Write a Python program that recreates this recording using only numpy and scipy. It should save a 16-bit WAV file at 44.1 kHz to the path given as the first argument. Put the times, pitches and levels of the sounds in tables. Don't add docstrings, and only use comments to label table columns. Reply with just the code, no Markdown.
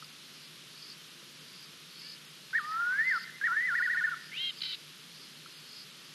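import sys
import numpy as np
from scipy import signal
from scipy.fft import rfft, irfft
from scipy.io import wavfile
from scipy.ndimage import uniform_filter1d

SR = 44100
rng = np.random.default_rng(int(sys.argv[2]) if len(sys.argv) > 2 else 0)


def master(y):
    cut = np.clip(np.atleast_2d(y).T, -1, 1)
    pcm = np.round(cut * 32767)
    wavfile.write(sys.argv[1], SR, pcm.astype(np.int16))


def linear_from_db(decibels):
    return 10 ** (np.asarray(decibels, float) / 20)


N = 270774
TIME = np.arange(N) / SR

# frequency in Hz, level in dB.
HUM_LINES = [(75, -91), (125, -87), (150.2, -70.5), (250, -76.5), (350, -78.5)]
# frequency in Hz, density in dB per Hz.
BUSH_SPECTRUM = [(40, -42), (70, -28), (110, -15.5), (150, 0.5), (219, -6), (450, -10), (760, -19),
                 (1250, -9), (2100, -9.5), (3200, -4), (4300, -6.5), (5300, -9), (7800, -18.5),
                 (12000, -17)]
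BUSH_DB = -51
# start in seconds, end in seconds, level in dB.
SINGER_SPELLS = [
    (0, .65, -66),
    (2.4, 2.702, -64),
    (3.75, 4.35, -66),
    (5.0, 5.7, -64),
]
SINGER_HZ, SINGER_WIDTH_HZ = 4207, 110
# frequency in Hz, width in Hz, level in dB.
WING_MODES = [
    (4440, 220, 12.5),
    (4720, 245, 16),
    (5030, 220, 13),
]
UPPER_WING_DB = -1.16
# start in seconds, end in seconds, level in dB, share of the low wing mode 0-1.
CHIRPS = [(0, 0.067, -53.5, 1), (0.19, .51, -58.5, .5), (.683, 0.947, -48.5, 0.9),
          (1.285, 1.694, -53.5, 0.5), (1.878, 2.163, -47.5, 0.93), (2.537, 2.778, -53.5, .5),
          (2.985, 3.256, -48.5, 0.94), (3.696, 3.894, -56, 1), (4.124, 4.32, -52, .5),
          (4.5, 4.625, -49.5, .8), (4.64, 4.854, -58, .5), (5.036, 5.292, -53.5, 0.6),
          (5.448, 5.61, -56, .8), (5.607, 5.85, -49, 1), (5.948, 6.138, -56, .5)]
# start in seconds, peak level in dB, bubble pitch in Hz, 60 dB decay time in seconds.
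DRIPS = [
    (.024, -35, 1296, 0.029),
    (1.225, -43.5, 504, 0.03),
    (5.46, -38.5, 1350, 0.026),
]
# time in seconds, voice pitch in Hz, level in dB.
FAR_CALL = [
    (2.0, 520, -61),
    (2.03, 550, -60.5),
    (2.07, 584, -61),
    (2.1, 590, -64),
    (2.149, 590, -66),
    (2.18, 552, -57),
]
# time in seconds, voice pitch in Hz, level in dB, roughness 0-1.
SQUAWKS = [
    [(4.312, 670, -51, .12), (4.335, 749, -42, .18), (4.36, 858, -40, .25), (4.38, 990, -34, 0.1),
     (4.405, 1053, -33, .03), (4.445, 1077, -33, 0.08), (4.495, 1056, -33, 0.07), (4.512, 977, -38, 0.33)],
    [(4.603, 1030, -42.5, .45), (4.625, 1019, -35, 0.34), (4.655, 1033, -37, .3), (4.67, 1019, -41.5, .22),
     (4.71, 1028, -39.5, .22), (4.735, 997, -42.5, 0.46), (4.758, 945, -50, .7)],
]
# overtone of the voice, multiple of the flutter added,
# level in dB in the first squawk, level in dB in the second.
SQUAWK_LINES = [(1, 1.5, -29, -19), (2, 0, -15, -15), (2, 1, -20, -13.5), (2, 2, -9.5, -13),
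                (3, 0, -0.5, -3.5), (3, 1, -21, -13), (3, 2, -9.5, -8), (3, 2.6, -21, -1.5),
                (3, 3, -15.5, -5), (4, 0, -25, -5), (4, 1, -30, -4.5), (4, 2, -27, -8.5), (4, 3, -42, -8.5)]
# frequency in Hz, gain in dB.
BEAK = [(1400, -1), (1900, -10), (2090, -1), (2500, -6), (3100, -1.5), (4300, -4), (5200, -8)]
FLUTTER_HZ = (328, 315.5)
FLUTTER_FOLLOWS = 0.1
STUTTER_END_S, STUTTER_FADE_S, STUTTER_DEPTH = 4.665, 0.033, 0.97
# frequency in Hz, gain in dB.
WINDPIPE = [(1150, -6.5), (1400, 0), (1550, 0), (1600, -1), (1640, -3.5), (1680, -2), (1730, 4.5),
            (1800, 4.5), (1950, -1.5), (2150, 4)]
# start in seconds, start pitch in Hz, time of the voice break in seconds,
# time of the top in seconds, top pitch in Hz.
FLICKS = [
    (2.53, 1496, 2.547, 2.578, 1950),
    (3.412, 1585, 3.434, 3.464, 1960),
]
FLICK_START_DB, FLICK_TOP_DB = -32.5, -29.5
# time in seconds, pitch in Hz, effort in dB.
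GLIDES = [
    [(2.6, 1258, -33), (2.625, 1182, -39), (2.78, 1355, -31), (2.91, 1485, -31), (3.005, 1770, -32),
     (3.055, 2023, -33), (3.097, 2089, -29), (3.128, 1643, -31), (3.182, 1298, -30.5)],
    [(3.486, 1377, -31), (3.505, 1326, -31), (3.532, 1476, -30), (3.55, 1610, -38), (3.568, 1730, -32),
     (3.63, 1976, -31), (3.664, 2034, -31.5), (3.697, 1653, -32), (3.735, 1350, -30)],
]
# time in seconds, pitch in Hz.
TRILL_TOPS = [
    (3.773, 1960),
    (3.847, 1958),
    (3.92, 1938),
    (3.987, 1855),
    (4.048, 1802),
    (4.1, 1685),
]
TRILL_FALL_S, TRILL_LOW_HZ, TRILL_DB, TRILL_FADE_DB_PER_S = 0.034, 1417, -30.5, 6
LAST_FALL_S, LAST_HZ, LAST_DB = 0.046, 1299, -34.5
SWING_ROUND, SWING_TOP_HOLD = 0.5, 0.35
CATCH_DB, CATCH_S, CATCH_LAG_S = -15, 0.008, 0.003
BREAK_HZ, BREAK_JUMP_HZ, BREAK_WIDTH_HZ = 1639, 74.4, 29.8
BREAK_GAP, BREAK_GAP_HZ, BREAK_GAP_WIDTH_HZ = 0.64, 1625, 60.0
WAVER_HZ, WAVER_DB = 9.0, 1.1
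# delay in seconds, level in dB.
BANK_ECHOES = [
    (0.028, -30),
    (0.088, -27.5),
    (0.171, -25),
    (.28, -30),
]
# start in seconds, length in seconds.
DROPOUTS = [(0.048, .02), (.1, .02), (.458, .02), (1.08, .024), (1.39, .02), (1.66, .02), (2.08, .03),
            (2.135, .022), (2.253, .05), (2.587, 0.038), (3.046, .02), (3.12, .02), (3.19, .02),
            (3.36, 0.018), (3.8, 0.084), (3.94, 0.023), (4.038, .064), (4.479, .047), (4.556, 0.023),
            (4.6, .02), (5.002, .02), (5.33, .02), (5.47, .02), (5.53, .063), (5.61, .02), (5.9, .024)]
DROPOUT_DB = -27
GAP_BAND_HZ, GAP_BAND_WIDTH_HZ = 5660, 320
TOP_HZ, BASS_CUT_HZ = 12280, 60


def at_hz(points, hz):
    return np.interp(np.log(hz), np.log(np.array(points)[:, 0]), np.array(points)[:, 1])


def in_time(rows):
    s, *columns = np.transpose(rows)
    return [np.interp(TIME, s, c) for c in columns]


def gate(start, end, fade_s):
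    return np.clip(np.minimum(TIME - start, end - TIME) / fade_s, 0, 1)


def band(x, low_hz, high_hz, order=2):
    return signal.sosfilt(signal.butter(order, [low_hz, high_hz], "band", fs=SR, output="sos"), x)


def wobble(rate_hz, order=2):
    low_pass = signal.butter(order, rate_hz, fs=SR, output="sos")
    x = signal.sosfilt(low_pass, rng.standard_normal(N + 9000))[9000:]
    return x / x.std()


def tone(hz):
    return np.sqrt(2) * np.sin(2 * np.pi * np.cumsum(hz) / SR + rng.uniform(0, 2 * np.pi))


def hum():
    return sum(linear_from_db(db + 1.4 * wobble(3.1)) * tone(np.full(N, hz)) for hz, db in HUM_LINES)


def bush(patchy_db):
    hz = np.maximum(np.fft.rfftfreq(N, 1 / SR), 10)
    hiss = irfft(rfft(rng.standard_normal(N)) * linear_from_db(at_hz(BUSH_SPECTRUM, hz)), N)
    top = band(hiss, 10300, 12700)
    hiss = hiss + top * (linear_from_db(2.5 * wobble(140.0)) - 1)
    return linear_from_db(BUSH_DB + patchy_db * wobble(3.3)) * hiss / hiss.std()


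def singer():
    buzz = band(rng.standard_normal(N), SINGER_HZ - SINGER_WIDTH_HZ / 2, SINGER_HZ + SINGER_WIDTH_HZ / 2)
    level = sum(linear_from_db(db) * gate(start, end, 0.08) for start, end, db in SINGER_SPELLS)
    return level * buzz / buzz.std()


def crickets():
    strokes = np.sin(np.pi * np.cumsum(57.0 + 3.5 * wobble(11.0)) / SR) ** 2
    teeth = (0.7 + strokes) * rng.standard_normal(N)
    modes = [linear_from_db(db) * band(teeth, hz - width / 2, hz + width / 2) / np.sqrt(width)
             for hz, width, db in WING_MODES]
    low = modes[0] / modes[0].std()
    upper = sum(modes[1:]) / modes[0].std()
    out = 0
    for start, end, db, low_share in CHIRPS:
        swell = np.clip((TIME - start) / (end - start) / 0.7, 0, 1)
        fade_s = 0.018 / np.clip(low_share, 0.2, 1) ** 1.5
        wing = low_share * swell ** 0.5 * low + linear_from_db(UPPER_WING_DB) * swell ** 1.3 * upper
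        out = out + gate(start, end, fade_s) * linear_from_db(db - 4) * wing
    return out


def drips():
    out = 0
    for start, db, hz, t60 in DRIPS:
        t = np.maximum(TIME - start, 0)
        decay = linear_from_db(db - 60 * np.minimum(t / t60, 5))
        onset = np.minimum(t * hz / 2, 1)
        out = out + decay * onset * np.sin(2 * np.pi * hz * t)
    return out


def far_bird():
    hz, level_db = in_time(FAR_CALL)
    third = linear_from_db(-2) * np.clip((hz - 540) / 40.0, 0, 1) * tone(3 * hz)
    lines = third + tone(4 * hz) + linear_from_db(-1) * tone(5 * hz)
    return gate(FAR_CALL[0][0], FAR_CALL[-1][0], 0.011) * linear_from_db(level_db + 2.2 * wobble(40.0)) * lines


def squawks():
    out, waver, grit = 0, wobble(60.0), wobble(230.0, order=4)
    for k, rows in enumerate(SQUAWKS):
        voice_hz, level_db, rough = in_time(rows)
        flutter_hz = FLUTTER_HZ[k] + FLUTTER_FOLLOWS * (voice_hz - 1000)
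        stutter = k * STUTTER_DEPTH * np.clip((STUTTER_END_S - TIME) / STUTTER_FADE_S, 0, 1)
        chop = 1 - stutter * np.cos(np.pi * 64.0 * (TIME - 4.613)) ** 2
        envelope = gate(rows[0][0], rows[-1][0], 0.0032) * linear_from_db(level_db) * chop
        gape_air = linear_from_db(7.0) * band(rng.standard_normal(N), 3300, 4900)
        out = out + envelope * rough * gape_air
        for overtone, multiple, *line_db in SQUAWK_LINES:
            waver, grit = np.roll(waver, N // 7), np.roll(grit, N // 7)
            hz = overtone * voice_hz + multiple * flutter_hz + 120.0 * rough * waver
            rasp = 1 + (0.15 + 1.7 * rough) * grit
            out = out + envelope * linear_from_db(line_db[k] + at_hz(BEAK, hz)) * rasp * tone(hz)
    return out


def phrases():
    rows = []
    for (s, hz, break_s, top_s, top_hz), glide in zip(FLICKS, GLIDES):
        flick = [(s, hz, FLICK_START_DB), (break_s, BREAK_HZ, FLICK_START_DB), (top_s, top_hz, FLICK_TOP_DB)]
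        rows.append(flick + glide)
    for s, hz in TRILL_TOPS:
        db = TRILL_DB - TRILL_FADE_DB_PER_S * (s - TRILL_TOPS[0][0])
        rows[1] += [(s, hz, db), (s + TRILL_FALL_S, TRILL_LOW_HZ, db)]
    rows[1][-1] = (s + LAST_FALL_S, LAST_HZ, LAST_DB)
    return rows


def voiced(turns, eased):
    tension = np.arange(800.0, 2600.0)
    pitch = tension + BREAK_JUMP_HZ * np.tanh((tension - BREAK_HZ) / BREAK_WIDTH_HZ)
    s, hz = np.transpose(turns)
    index = np.arange(len(s))
    place = np.interp(TIME, s, index)
    rounding = SWING_ROUND * np.sin(2 * np.pi * place) / 2
    top_hold = SWING_TOP_HOLD * np.sin(np.pi * place)
    place = place - eased * (rounding + top_hold) / np.pi
    tension_now = np.interp(place, index, np.interp(hz, pitch, tension))
    return np.interp(tension_now, tension, pitch)


def nightjar():
    out = 0
    trilling = (TIME > GLIDES[1][-1][0]) & (TIME < TRILL_TOPS[-1][0])
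    catch_db = CATCH_DB * np.exp(-((TIME - TRILL_TOPS[-1][0] - CATCH_LAG_S) / CATCH_S) ** 2)
    for turns in phrases():
        start, end = turns[0][0], turns[-1][0]
        hz = uniform_filter1d(voiced([row[:2] for row in turns], trilling), size=int(0.011 * SR))
        hz = hz + WAVER_HZ * wobble(25.0)
        halo = linear_from_db(-20) * wobble(480.0, order=5) * linear_from_db(2 * wobble(15.0))
        windpipe_db = uniform_filter1d(at_hz(WINDPIPE, hz), size=40)
        level = linear_from_db(in_time(turns)[1] + catch_db + WAVER_DB * wobble(30.0) + windpipe_db)
        gap = BREAK_GAP * np.exp(-((hz - BREAK_GAP_HZ) / BREAK_GAP_WIDTH_HZ) ** 2)
        level = level * (1 - trilling * gap)
        whistle = gate(start, end, 0.0026) * level * tone(hz)
        out = out + whistle + band(whistle * halo, 750, 2350, order=5)
        high_voice = gate(start, end, 0.003) * level * np.clip((hz - 1450.0) / 95.0, 0, 1)
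        out = out + linear_from_db(-1.5) * high_voice * band(rng.standard_normal(N), 1850, 2220, order=3)
    return out


def trees(x, t60, onset_s):
    t = TIME[:SR]
    shape = linear_from_db(-60 * t / t60) * (1 - np.exp(-t / onset_s))
    shape = shape + sum(linear_from_db(db + 22) * np.exp(-((t - lag) / 0.0088) ** 2) for lag, db in BANK_ECHOES)
    tail = rng.standard_normal(SR) * shape
    scattered = signal.fftconvolve(x, tail / np.sqrt(np.sum(tail ** 2)))[:N]
    scattered = scattered * (0.94 + 0.32 * wobble(120.0))
    return band(band(scattered, 1800, 6000, order=1), 1380, 9000, order=4)


def scene():
    background = hum() + bush(patchy_db=0.03) + singer() + crickets()
    calls = drips() + far_bird() + squawks()
    song = nightjar()
    song_scatter = linear_from_db(-8.5) * trees(song, t60=0.99, onset_s=0.0048)
    call_scatter = linear_from_db(-20) * trees(calls, t60=0.18, onset_s=0.0049)
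    return (background + calls + song + song_scatter + call_scatter)[None]


def roll_off(x):
    return signal.sosfilt(signal.butter(12, 13170, fs=SR, output="sos"), x)


def record(dry):
    lost = sum(gate(s, s + length, 0.004) * (1 - linear_from_db(DROPOUT_DB)) for s, length in DROPOUTS)
    hz = np.fft.rfftfreq(N, 1 / SR)
    spectrum = rfft(dry) * (hz < TOP_HZ) / np.sqrt(1 + (BASS_CUT_HZ / (hz + 1)) ** 4)
    gap_band = irfft(spectrum * np.exp(-((hz - GAP_BAND_HZ) / GAP_BAND_WIDTH_HZ) ** 6), N)
    return roll_off(irfft(spectrum, N) - lost * gap_band)


dry = scene()
out = record(dry)
master(out)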